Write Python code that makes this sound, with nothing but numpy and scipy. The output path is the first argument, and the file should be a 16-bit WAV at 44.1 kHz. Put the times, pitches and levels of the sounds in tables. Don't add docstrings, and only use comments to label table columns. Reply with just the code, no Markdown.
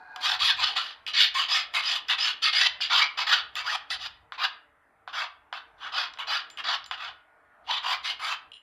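import sys
import numpy as np
from scipy import signal
from scipy.fft import rfft, irfft, next_fast_len
from scipy.io import wavfile
from scipy.ndimage import uniform_filter1d, map_coordinates

SR = 44100
rng = np.random.default_rng(int(sys.argv[2]) if len(sys.argv) > 2 else 0)


def invert_db(x):
    u = np.asarray(x, float) / 20
    return 10 ** u


def wav_out(sig):
    wavfile.write(sys.argv[1], SR, np.round(np.clip(np.atleast_2d(sig).T, -1, 1) * 32767).astype(np.int16))


N = 380141
T = np.arange(N) / SR

# f/Hz, level/dB per Hz
STREET_SPECTRUM = [(120, -21.5), (200, -14), (310, -7), (380, -14), (460, -2.5), (530, -16), (600, -2),
                   (1300, -2.5), (1600, -4.5), (2000, -6.5), (2600, -19), (4200, -32), (14500, -55)]
# f/Hz, level/dB per Hz
RUMBLE_SPECTRUM = [(12, -48.5), (20, -24), (30, -16), (64, -4.5), (134, -15.5), (200, -23.5), (260, -36.5),
                   (340, -44), (570, -120)]
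# f/Hz, level/dB
HUM_LINES = [(300, -84), (460, -83), (590, -81), (790, -82), (1000, -83), (1200, -82), (1600, -83)]
# t/s, f/Hz, level/dB
WHINE_PATH = [
    (6.8, 1458, -82),
    (7.0, 1455, -82),
    (7.6, 1437, -87),
    (7.9, 1500, -85),
]
# t/s, level/dB
ENGINE_LEVEL = [
    (0, -47.5),
    (.05, -50),
    (.12, -46),
    (.3, -43),
    (.55, -52),
    (.8, -51),
]
# f/Hz, width/Hz, level/dB
EXHAUST_MODES = [(744, 23, 1.5), (900, 110, -9), (1500, 146, -9), (1625, 37, -1.5), (2463, 62, -18.5),
                 (4200, 900, -34)]
# t/s, level/dB
TRAFFIC_LEVEL = [(0.0, -73), (3.53, -74), (4.54, -79), (4.95, -79.5), (5.7, -75.5), (6.67, -72),
                 (7.25, -78.5), (7.45, -76.5), (7.6, -77), (8.0, -73), (8.62, -80.5)]
# t/s, level/dB
GUST_LEVEL = [(0.0, -83), (0.41, -63), (0.43, -55), (0.53, -70), (0.55, -61), (0.96, -79), (1.22, -71),
              (2.59, -76.5), (2.71, -69), (3.31, -79), (3.43, -67.5), (3.89, -76), (3.94, -62),
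              (4.59, -81.5), (7.06, -71), (7.42, -78), (8.43, -70), (8.62, -85)]
# f/Hz, t60/s
YARD_T60 = [(500, 0.34), (1200, 0.41), (3000, 0.34), (5000, 0.24), (7000, 0.17), (14000, .13)]
# f/Hz, side minus mid/dB
SIDE_SPREAD = [(200, -68), (700, -80), (3000, -80), (4600, -36), (5600, -16), (7000, -7), (14000, -9)]
# f/Hz, level/dB per Hz
HISS_SPECTRUM = [(3000, -33), (5000, -17), (7000, -5.5), (10000, 0), (14500, -9)]
# t/s, peak/dB
TINKLES = [
    (8.518, -35.5),
    (8.534, -37),
    (8.54, -37.5),
    (8.551, -42),
    (8.558, -44),
    (8.564, -46),
    (8.569, -42.5),
    (8.578, -50),
]
# f/Hz, t60/s, level/dB
LOOSE_KEY_MODES = [(2930, 0.014, 9.5), (3180, .015, 3), (4000, 0.027, -10), (5230, 0.015, -18),
                   (7195, .025, -26.5), (9100, 0.015, -18)]
# t/s, f/Hz, level/dB, t60/s
RINGS = [
    (6.508, 7195, -51, .16),
    (6.508, 12350, -66, .06),
    (6.506, 9600, -66, .04),
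    (6.866, 7195, -53, .12),
    (6.864, 9900, -64, .07),
    (6.864, 12400, -70, .05),
    (8.545, 9560, -64, .15),
    (8.556, 7195, -69, .2),
]
# t/s, peak/dB, then block, edge, swarf minus peak/dB
TAPS = [(0.1607, -26.5, 1.5, -5, -10.5), (0.6044, -25, -15, -5, -13), (1.065, -19, -21, -11, -24),
        (1.738, -20, -5, -8, -20.5), (2.0843, -22, -31, -6, -17.5), (2.8046, -28.5, 5.5, -5, -30.5),
        (3.5543, -18, -11, -13, -14), (3.903, -20, -19, -4, -21), (4.3214, -28, 7.5, -28, -28),
        (5.0764, -33.5, 13, -28.5, -28), (5.5271, -24, 8.5, -21, -31.5), (6.1364, -36, -19, -0.5, -12),
        (6.1729, -33, 0, -21, -32), (6.5005, -34.5, -16, -4, -8.5), (6.573, -25, -22, -18, -20),
        (6.7424, -25, 0, -18, -33), (6.7512, -21, -28, -24, -32), (6.8414, -37, -11, 3, -23),
        (6.861, -34.5, -15, -0.5, -5), (6.9111, -16.5, 1.5, -12, -24.5)]
# f/Hz, width/Hz, level/dB
BLOCK_MODES = [(803, 120, 3.5), (1033, 236, 5), (1212, 76, -1.5), (1390, 300, -2)]
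# f/Hz, width/Hz, level/dB
KEY_MODES = [(1910, 170, -6), (2230, 150, -5), (2600, 220, -3), (2970, 260, -.5), (3300, 210, -4.5)]
# f/Hz, width/Hz, level/dB
TIP_MODES = [(3720, 180, -4), (3950, 220, 0.8), (4300, 220, -2)]
# f/Hz, width/Hz, level/dB
EDGE_MODES = [(4550, 260, 0.5), (4775, 161, 4), (5100, 130, -1.5), (5790, 180, -5.5)]
# f/Hz, width/Hz, level/dB
SWARF_MODES = [(6130, 189.6, 5.5), (6590, 460, 5), (7074, 260, -3), (8700, 530, -5.5), (10490, 550, -6),
               (11400, 400, -11), (13100, 900, -9)]
# start/s, end/s, from/Hz, to/Hz, level/dB
SINGING = [(0.232, 0.29, 940, 1230, -30.5), (0.403, 0.444, 1002, 1300, -31),
           (0.473, 0.538, 1997, 1540, -25.5), (0.583, 0.64, 1037, 923, -29),
           (0.757, 0.824, 1066, 1430, -29), (1.348, 1.411, 1011, 1120, -23),
           (1.503, 1.562, 4810, 5100, -27), (2.546, 2.604, 4670, 5000, -23), (5.95, 6.03, 4730, 4800, -41),
           (1.85, 1.895, 4750, 4980, -26), (2.192, 2.263, 4803, 5170, -28.5),
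           (2.551, 2.644, 1500, 1960, -39.5), (3.01, 3.05, 2290, 2334, -21.5),
           (3.309, 3.359, 1166, 1534, -21.5), (3.649, 3.738, 900, 1993, -29.5),
           (4.377, 4.447, 972, 1250, -29.5), (7.674, 7.738, 802, 1018, -27.5),
           (7.841, 7.903, 900, 1147, -28.5), (1.557, 1.625, 5060, 4950, -35), (1.75, 1.81, 1006, 1250, -32),
           (2.09, 2.135, 2850, 2950, -25.5), (2.42, 2.516, 1323, 1250, -30), (2.745, 2.804, 590, 610, -51),
           (2.898, 2.967, 1250, 1420, -25.5), (3.062, 3.104, 2320, 2290, -37),
           (5.82, 5.885, 1050, 1250, -40), (6.278, 6.335, 4650, 4750, -36), (6.35, 6.395, 1250, 1320, -34),
           (7.85, 7.96, 4730, 4850, -42), (8.221, 8.3, 4700, 4780, -41), (8.201, 8.3, 945, 1250, -34),
           (0.292, 0.345, 900, 860, -29), (3.172, 3.21, 1250, 953, -32.5), (3.66, 3.69, 4800, 4840, -38),
           (3.73, 3.77, 1250, 947, -30), (6.69, 6.74, 1050, 1000, -33), (6.65, 6.7, 4600, 4690, -40),
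           (3.555, 3.61, 2700, 2807, -38)]
# lands/s, loudest/s, lifts/s, key/dB,
# block minus key/dB
DRAWS = [(0.19, 0.253, 0.38, -27.5, -4.5), (0.543, 0.618, 0.74, -27.5, -5.5),
         (1.07, 1.077, 1.128, -32, -9.5), (1.337, 1.349, 1.479, -27.5, -9.5),
         (1.728, 1.751, 1.832, -26, -5.5), (2.075, 2.099, 2.156, -24, -6),
         (2.416, 2.428, 2.515, -22.5, -17.5), (2.806, 2.811, 2.897, -27.5, -16),
         (3.168, 3.179, 3.262, -30.5, -3), (3.545, 3.571, 3.66, -33.5, -2.5),
         (3.893, 3.913, 3.975, -31.5, -4), (5.768, 5.845, 5.91, -40.5, 3), (6.184, 6.188, 6.254, -35, -1),
         (6.565, 6.589, 6.625, -39.5, -3.5), (7.651, 7.715, 7.81, -30, -5.5),
         (8.022, 8.057, 8.14, -30.5, -7), (4.324, 4.328, 4.375, -47, 1.5), (5.079, 5.083, 5.125, -49, 3),
         (5.531, 5.537, 5.61, -42, 2.5), (6.915, 6.92, 6.97, -39, .6)]
# lands/s, loudest/s, lifts/s, key/dB, block minus key/dB
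PUSHES = [(0.399, 0.432, 0.54, -24, -11.5), (0.761, 0.773, 0.93, -32, -6.5),
          (1.141, 1.241, 1.29, -23.5, -17.5), (1.491, 1.571, 1.636, -24.5, -9),
          (1.829, 1.971, 1.99, -27.5, -9), (2.187, 2.289, 2.332, -26.5, -9.5),
          (2.534, 2.672, 2.68, -22.5, -13), (2.904, 2.99, 3.063, -22.5, -4.5),
          (3.273, 3.344, 3.41, -25.0, -5.5), (3.649, 3.76, 3.76, -31.5, -0.5), (4.0, 4.065, 4.086, -39, -4),
          (4.387, 4.441, 4.486, -35, -0.5), (5.137, 5.226, 5.266, -33.5, 2),
          (5.929, 6.024, 6.081, -32, 0.5), (6.278, 6.36, 6.42, -30, -1.2),
          (6.647, 6.749, 6.77, -30.5, -0.5), (6.982, 7.063, 7.115, -39, 0),
          (7.834, 7.887, 7.98, -31.5, 1.2), (8.201, 8.33, 8.365, -33.5, 0.5)]
# rise/dB, rise curve, fall/dB, fall curve, landing/dB per s
DRAW_SHAPE = (38.5, 1.65, 18.5, 3.8, 1170)
PUSH_SHAPE = (9.2, 4.7, 12.5, 0.97, 3000)
# landing/dB, middle/dB, lift/dB
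DRAW_COLOUR = [(2.5, 0.5, 3.5), (-9, -9.5, -15.5), (-19.5, -23, -24)]
PUSH_COLOUR = [(2.5, 1, 3.5), (-9, -7.5, -10.5), (-25, -22, -25)]
# tip/dB, edge/dB, extra edge bite at start/dB, swarf/dB
DRAW_TILT = [(3, 2.5, -4, 3), (2, 1, -8, 0.7), (-1.5, .1, 0.3, -2), (-7, -.4, -0.2, 0.5),
             (-0.5, -2.5, 2, 1), (0, -3, -2, -0.5), (1, 1, .1, -0.5), (-0.5, 1.5, 7, -1),
             (.1, 3.5, 0.6, -1), (-6, -0.5, 4, 3.5), (3.5, 5.5, -8, 4), (-8, -5, .1, -1.5),
             (-10, -12, .1, -3.5), (-13, -7, .1, -3), (-2, -5, .1, -4.5), (.1, 1, -5, 2.5),
             (-3, -5, .1, -5), (-3, -5, .1, -5), (-3, -3, .1, -5), (-4, -3, .1, -4)]
PUSH_TILT = [(2.5, 0.3, -8.5, 1), (0.2, -0.5, -1, -0.5), (2.5, 0, -1, -2.5), (-3, 0, 2, 1.5),
             (-4, -1.3, -1, 1), (-2.5, -2, 1, 1.5), (-2, 0.5, 0.5, -0.9), (0.6, 0.7, .1, -1.5),
             (-0.2, 0, -1.7, -0.3), (-5, 2, 1, 5), (.1, 4, -2.3, 3), (2.5, 1.2, -5, -3.5),
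             (-10, 0.5, -2, .4), (.1, 1.5, .7, -3), (.1, 1.5, -2, -2.5), (1.5, .6, 4, -2.5),
             (-5.5, -6.5, -5, -4.5), (-4.5, 0.5, -5, 1), (-6, -2, 1.2, 4.5)]
# t/s, extra level/dB, half length/s
SURGES_AND_DIPS = [(0.258, 4.5, 0.0029), (0.471, 6.5, 0.025), (0.506, 10.5, 0.013), (0.641, 7.5, 0.0065),
                   (0.778, 5.5, 0.03), (1.215, 6, 0.035), (1.415, 4, 0.04), (2.615, 6.5, 0.0036), (3.03, 7, 0.013),
                   (3.332, 8.5, 0.011), (4.067, 5.5, 0.0061), (4.449, 13, 0.017), (5.985, 5.5, 0.005),
                   (6.34, 3.5, 0.0041), (7.712, 6.7, 0.0038), (7.929, 9, 0.027), (0.397, -3, 0.005),
                   (0.74, 6, 0.004), (2.189, 5, 0.004), (2.537, 4, 0.004), (3.271, 4, 0.004), (3.763, 5, 0.003),
                   (6.19, 3, 0.004), (7.742, 4, 0.005), (2.665, 4, 0.006), (1.12, -4, 0.012), (1.82, -4, 0.008),
                   (0.284, -2.4, 0.01), (0.338, 2.5, 0.01), (0.717, -3.1, 0.01), (1.2, 3.5, 0.01), (1.837, 3, 0.01),
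           (1.981, -2.5, 0.016), (2.152, 2.6, 0.016), (2.202, -2.0, 0.026), (2.267, 3.8, 0.016),
           (2.421, -3.5, 0.01), (2.486, 2.5, 0.026), (2.563, 1.5, 0.016), (2.621, 2, 0.016),
           (2.676, -3.8, 0.006), (2.873, -2.5, 0.026), (2.976, 2.4, 0.026), (3.387, 4.4, 0.01),
           (3.591, 3.0, 0.016), (3.63, -7, 0.016), (3.685, -2.5, 0.016), (3.785, 6.5, 0.026),
           (3.976, -2.3, 0.04), (4.08, 3, 0.026), (4.445, -2.5, 0.01), (5.182, 2.6, 0.01),
           (5.206, -3.5, 0.01), (5.239, 2.5, 0.016), (6.009, 2, 0.026), (6.313, 1.9, 0.016),
           (6.42, -3, 0.016), (6.599, 5.5, 0.016), (6.677, 2.0, 0.04), (7.761, -3.0, 0.01), (7.78, 3, 0.01),
           (7.837, -3, 0.016), (8.145, 5, 0.026), (8.207, -3, 0.026), (8.328, 5.0, 0.01),
           (8.358, -3.5, 0.016), (7.035, 1.5, 0.016), (7.085, 4, 0.01), (0.212, 4.0, 0.008),
           (3.232, 2.5, 0.01)]
SKID_DB = (-21, -21.5, -32, -28)

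JOLT_DB, JOLT_S = 2.5, .007
CUT_ENDS_DB = 7
LIFT_DB_PER_S = 900
TIP_DB = -6
TOP_HZ = 14500


def unit(x):
    return x / np.sqrt(np.mean(x ** 2) + 1e-20)


def along(points, hz):
    f, v = np.transpose(points)
    return np.interp(np.log(hz + 1), np.log(f + 1), v)


def over_time(points, **ends):
    return np.interp(T, *np.transpose(points), **ends)


def sine(hz):
    return np.sin(2 * np.pi * np.cumsum(hz) / SR)


def wobble(rate_hz):
    return map_coordinates(rng.standard_normal(int(N * rate_hz / SR) + 4), [T * rate_hz])


def filtered(x, response):
    m = next_fast_len(len(x) + SR // 2)
    return irfft(rfft(x, m) * response(np.fft.rfftfreq(m, 1 / SR)), m)[:len(x)]


def noise(spectrum):
    return unit(filtered(rng.standard_normal(N), lambda hz: invert_db(along(spectrum, hz))))


def resonance(hz, width_hz):
    return lambda f: (1j * f * width_hz / (hz * hz - f * f + 1j * f * width_hz)) ** 2


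def rung(force, modes, width_scale):
    return sum(invert_db(db) * filtered(force, resonance(hz, width_scale * w)) for hz, w, db in modes)


def muffled(x):
    return signal.sosfilt(signal.butter(6, 5600, fs=SR, output="sos"), x)


def teeth(speed, top_hz, jitter, scatter_db):
    passed = np.cumsum(top_hz * speed * invert_db(1.2 * wobble(20))) / SR
    passed = passed + jitter * wobble(top_hz / 2)
    blows = np.abs(np.diff(np.floor(passed), prepend=0))
    return unit(blows * invert_db(scatter_db * rng.standard_normal(N)))


def patchy(x, depth_db):
    z = signal.stft(x, nperseg=1024)[2]
    field = uniform_filter1d(rng.standard_normal(z.shape), size=7, axis=0)
    field = uniform_filter1d(field, size=12, axis=1)
    return unit(signal.istft(z * invert_db(depth_db * unit(field)), nperseg=1024)[1][:N])


def engine():
    firing = teeth(np.ones(N), top_hz=90, jitter=.03, scatter_db=1.5) + 1.2 * rng.standard_normal(N)
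    return invert_db(over_time(ENGINE_LEVEL, right=-120)) * unit(rung(firing, EXHAUST_MODES, 0.82))


def whine():
    s, hz, db = np.transpose(WHINE_PATH)
    level_db = np.interp(T, s, db + 19.0, -120, -120) + 1.5 * wobble(14)
    return invert_db(level_db) * sine(np.interp(T, s, hz))


def street():
    swell = invert_db(16 + over_time(TRAFFIC_LEVEL) - 1.5 + .6 * wobble(6))
    traffic = swell * patchy(noise(STREET_SPECTRUM), depth_db=2.6)
    hum = sum(invert_db(db + 3.5 * wobble(10)) * sine(hz * (1 + .02 * wobble(5.4))) for hz, db in HUM_LINES)
    rumble = invert_db(over_time(GUST_LEVEL) + 3.2 * wobble(11)) * noise(RUMBLE_SPECTRUM)
    return traffic + hum + rumble + whine() + engine()


def yard(x):
    out, step = np.zeros(N + 2 * SR), SR // 10
    x = np.pad(x, (step + 250, 2 * step))
    for i in range(0, N + step, step):
        hz, t, z = signal.stft(rng.standard_normal(SR // 2), SR, nperseg=256)
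        decay = invert_db(-60 * t / along(YARD_T60, hz)[:, None])
        tail = signal.istft(z * decay, SR, nperseg=256)[1]
        wet = signal.fftconvolve(x[i:i + 2 * step] * np.hanning(2 * step), tail / np.linalg.norm(tail))
        out[i:i + len(wet)] += wet
    return out[step:step + N]


def tinkles():
    out, t = np.zeros(N + SR), T[:SR // 5]
    chinks = [(s, hz, db + mode_db + rng.normal(0, 2.4), t60)
              for s, db in TINKLES for hz, t60, mode_db in LOOSE_KEY_MODES]
    onset = 1 - np.exp(-t / .0011)
    for s, hz, db, t60 in [*chinks, *RINGS]:
        out[round(s * SR):][:len(t)] += invert_db(db - 60 * t / t60) * np.sin(2 * np.pi * hz * t) * onset
    return out[:N]


def taps():
    large, swarf, t = np.zeros(N + SR), np.zeros(N + SR), T[:SR // 10]
    bodies = [(KEY_MODES, large), (BLOCK_MODES, large), ([*TIP_MODES, *EDGE_MODES], large), (SWARF_MODES, swarf)]
    for s, db, *rel_db in TAPS:
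        rough = rng.standard_normal(len(t))
        click = invert_db(-60 * t / .0035) * rough + 3 * (t == t[12])
        levels_db = db + np.array([0, *rel_db]) + [-1.5, 0.3, 1.5, -2.0]
        for (modes, out), level_db, skid_db in zip(bodies, levels_db, SKID_DB):
            skid = invert_db(skid_db - 60 * t / 0.19) * (1 - np.exp(-t / .002)) * rough
            knock = rung(click + skid, modes, 1.69)
            out[round(s * SR):][:len(t)] += invert_db(level_db) * knock / np.abs(knock).max()
    return (muffled(large) + swarf)[:N]


def singing():
    out, waver_rad, flutter = np.zeros(N), 1.1 * wobble(260), invert_db(3 * wobble(150))
    for start, end, from_hz, to_hz, db in SINGING:
        on = slice(round(start * SR), round(end * SR))
        u = (T[on] - start) / (end - start)
        hz = from_hz + (to_hz - from_hz) * np.sin(np.pi / 2 * u)
        swell = np.sqrt(np.abs(np.sin(np.pi * u)))
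        tone = np.sin(2 * np.pi * np.cumsum(hz) / SR + waver_rad[on])
        out[on] += invert_db(db) * swell * flutter[on] * tone
    return out


def body(force, modes, shift_db, rate_hz):
    sound = sum(rung(force * invert_db(shift_db * wobble(rate_hz)), [mode], 2) for mode in modes)
    return map_coordinates(sound, [np.arange(N) + 45 * wobble(11)], mode="nearest")


def steady(x):
    power = uniform_filter1d(uniform_filter1d(x ** 2, size=1300), size=1300)
    return x / np.sqrt(np.abs(power) + 1e-12)


def stroke(row, tilt, shape, colour, bites):
    lands, loudest, lifts, key_db, block_db = row
    rise_db, rise_curve, fall_db, fall_curve, land_db_per_s = shape
    tip_db, bright_db, bite_db, swarf_db = tilt
    on = slice(round((lands - .03) * SR), round((lifts + .09) * SR))
    t = T[on]
    before = np.clip((loudest - t) / max(loudest - lands, .003), 0, 1)
    after = np.clip((t - loudest) / (lifts - loudest), 0, 1)
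    level_db = key_db - rise_db * before ** rise_curve - fall_db * after ** fall_curve
    level_db -= land_db_per_s * np.maximum(lands - .004 - t, 0)
    level_db -= LIFT_DB_PER_S * np.maximum(t - lifts, 0)
    level_db += bites * JOLT_DB * np.exp(-np.maximum(t - lands, 0) / JOLT_S)
    u = np.clip((t - lands) / (lifts - lands), 0, 1)
    block, edge, swarf = (np.interp(u, (0, .5, 1), c) for c in colour)
    edge += bright_db + bite_db * np.maximum(1 - 2 * u, 0)
    swarf += swarf_db - CUT_ENDS_DB * after ** 3
    speed = .7 + .3 * np.sin(np.pi * u)
    return on, speed, level_db + [0 * u, 0 * u + TIP_DB + tip_db, block + block_db, edge, swarf]


def filing():
    levels_db, speed = np.full((5, N), -120.), np.ones(N)
    draws = [stroke(row, tilt, DRAW_SHAPE, DRAW_COLOUR, 0) for row, tilt in zip(DRAWS, DRAW_TILT)]
    pushes = [stroke(row, tilt, PUSH_SHAPE, PUSH_COLOUR, 0.98) for row, tilt in zip(PUSHES, PUSH_TILT)]
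    for on, pace, dbs in draws + pushes:
        louder = dbs[0] > levels_db[0, on]
        levels_db[:, on] = np.where(louder, dbs, levels_db[:, on])
        speed[on] = np.where(louder, pace, speed[on])
    levels_db += sum(db * np.exp(-((T - s) / half_s) ** 2) for s, db, half_s in SURGES_AND_DIPS)
    blows = teeth(speed, top_hz=1350, jitter=.22, scatter_db=3)
    grit = invert_db(1.2 * wobble(300)) * rng.standard_normal(N)
    key = body(.5 * blows + grit, KEY_MODES, shift_db=3.2, rate_hz=22)
    tip = body(.5 * blows + grit, TIP_MODES, shift_db=4, rate_hz=25)
    block = body(blows + .7 * grit, BLOCK_MODES, shift_db=3, rate_hz=18)
    edge = body(.4 * blows + grit, EDGE_MODES, shift_db=3, rate_hz=22)
    swarf = body(.4 * blows + grit, SWARF_MODES, shift_db=3.5, rate_hz=12)
    chatter = invert_db(1.2 * wobble(120) + .6 * wobble(40))
    gains = uniform_filter1d(invert_db(levels_db - 0.54), size=90, axis=1)
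    bodies = [steady(v) for v in (*muffled([key, tip, block, edge]), swarf)]
    return chatter * np.sum(gains * bodies, axis=0)


def scene():
    near = filing() + singing() + taps() + tinkles()
    near = filtered(near, lambda hz: (1j * hz / (520 + 1j * hz)) ** 4)
    return np.tile(near + invert_db(-9.5) * yard(near) + street(), (2, 1))


def roll_off(x):
    return signal.sosfilt(signal.butter(12, 15150, fs=SR, output="sos"), x)


def record(dry):
    z = signal.stft(dry[0], nperseg=128)[2]
    scrambled = z * np.exp(2j * np.pi * rng.random(z.shape))
    other = signal.istft(scrambled, nperseg=128)[1][:N]
    side = filtered(other, lambda hz: invert_db(along(SIDE_SPREAD, hz) + 5)) + invert_db(-97) * noise(HISS_SPECTRUM)
    mid = dry[0] + invert_db(-89) * noise(HISS_SPECTRUM)
    mid, side = (filtered(v, lambda hz: hz < TOP_HZ) for v in (mid, side))
    return roll_off(np.array([mid + side, mid - side]))


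dry = scene()
out = record(dry)
wav_out(out)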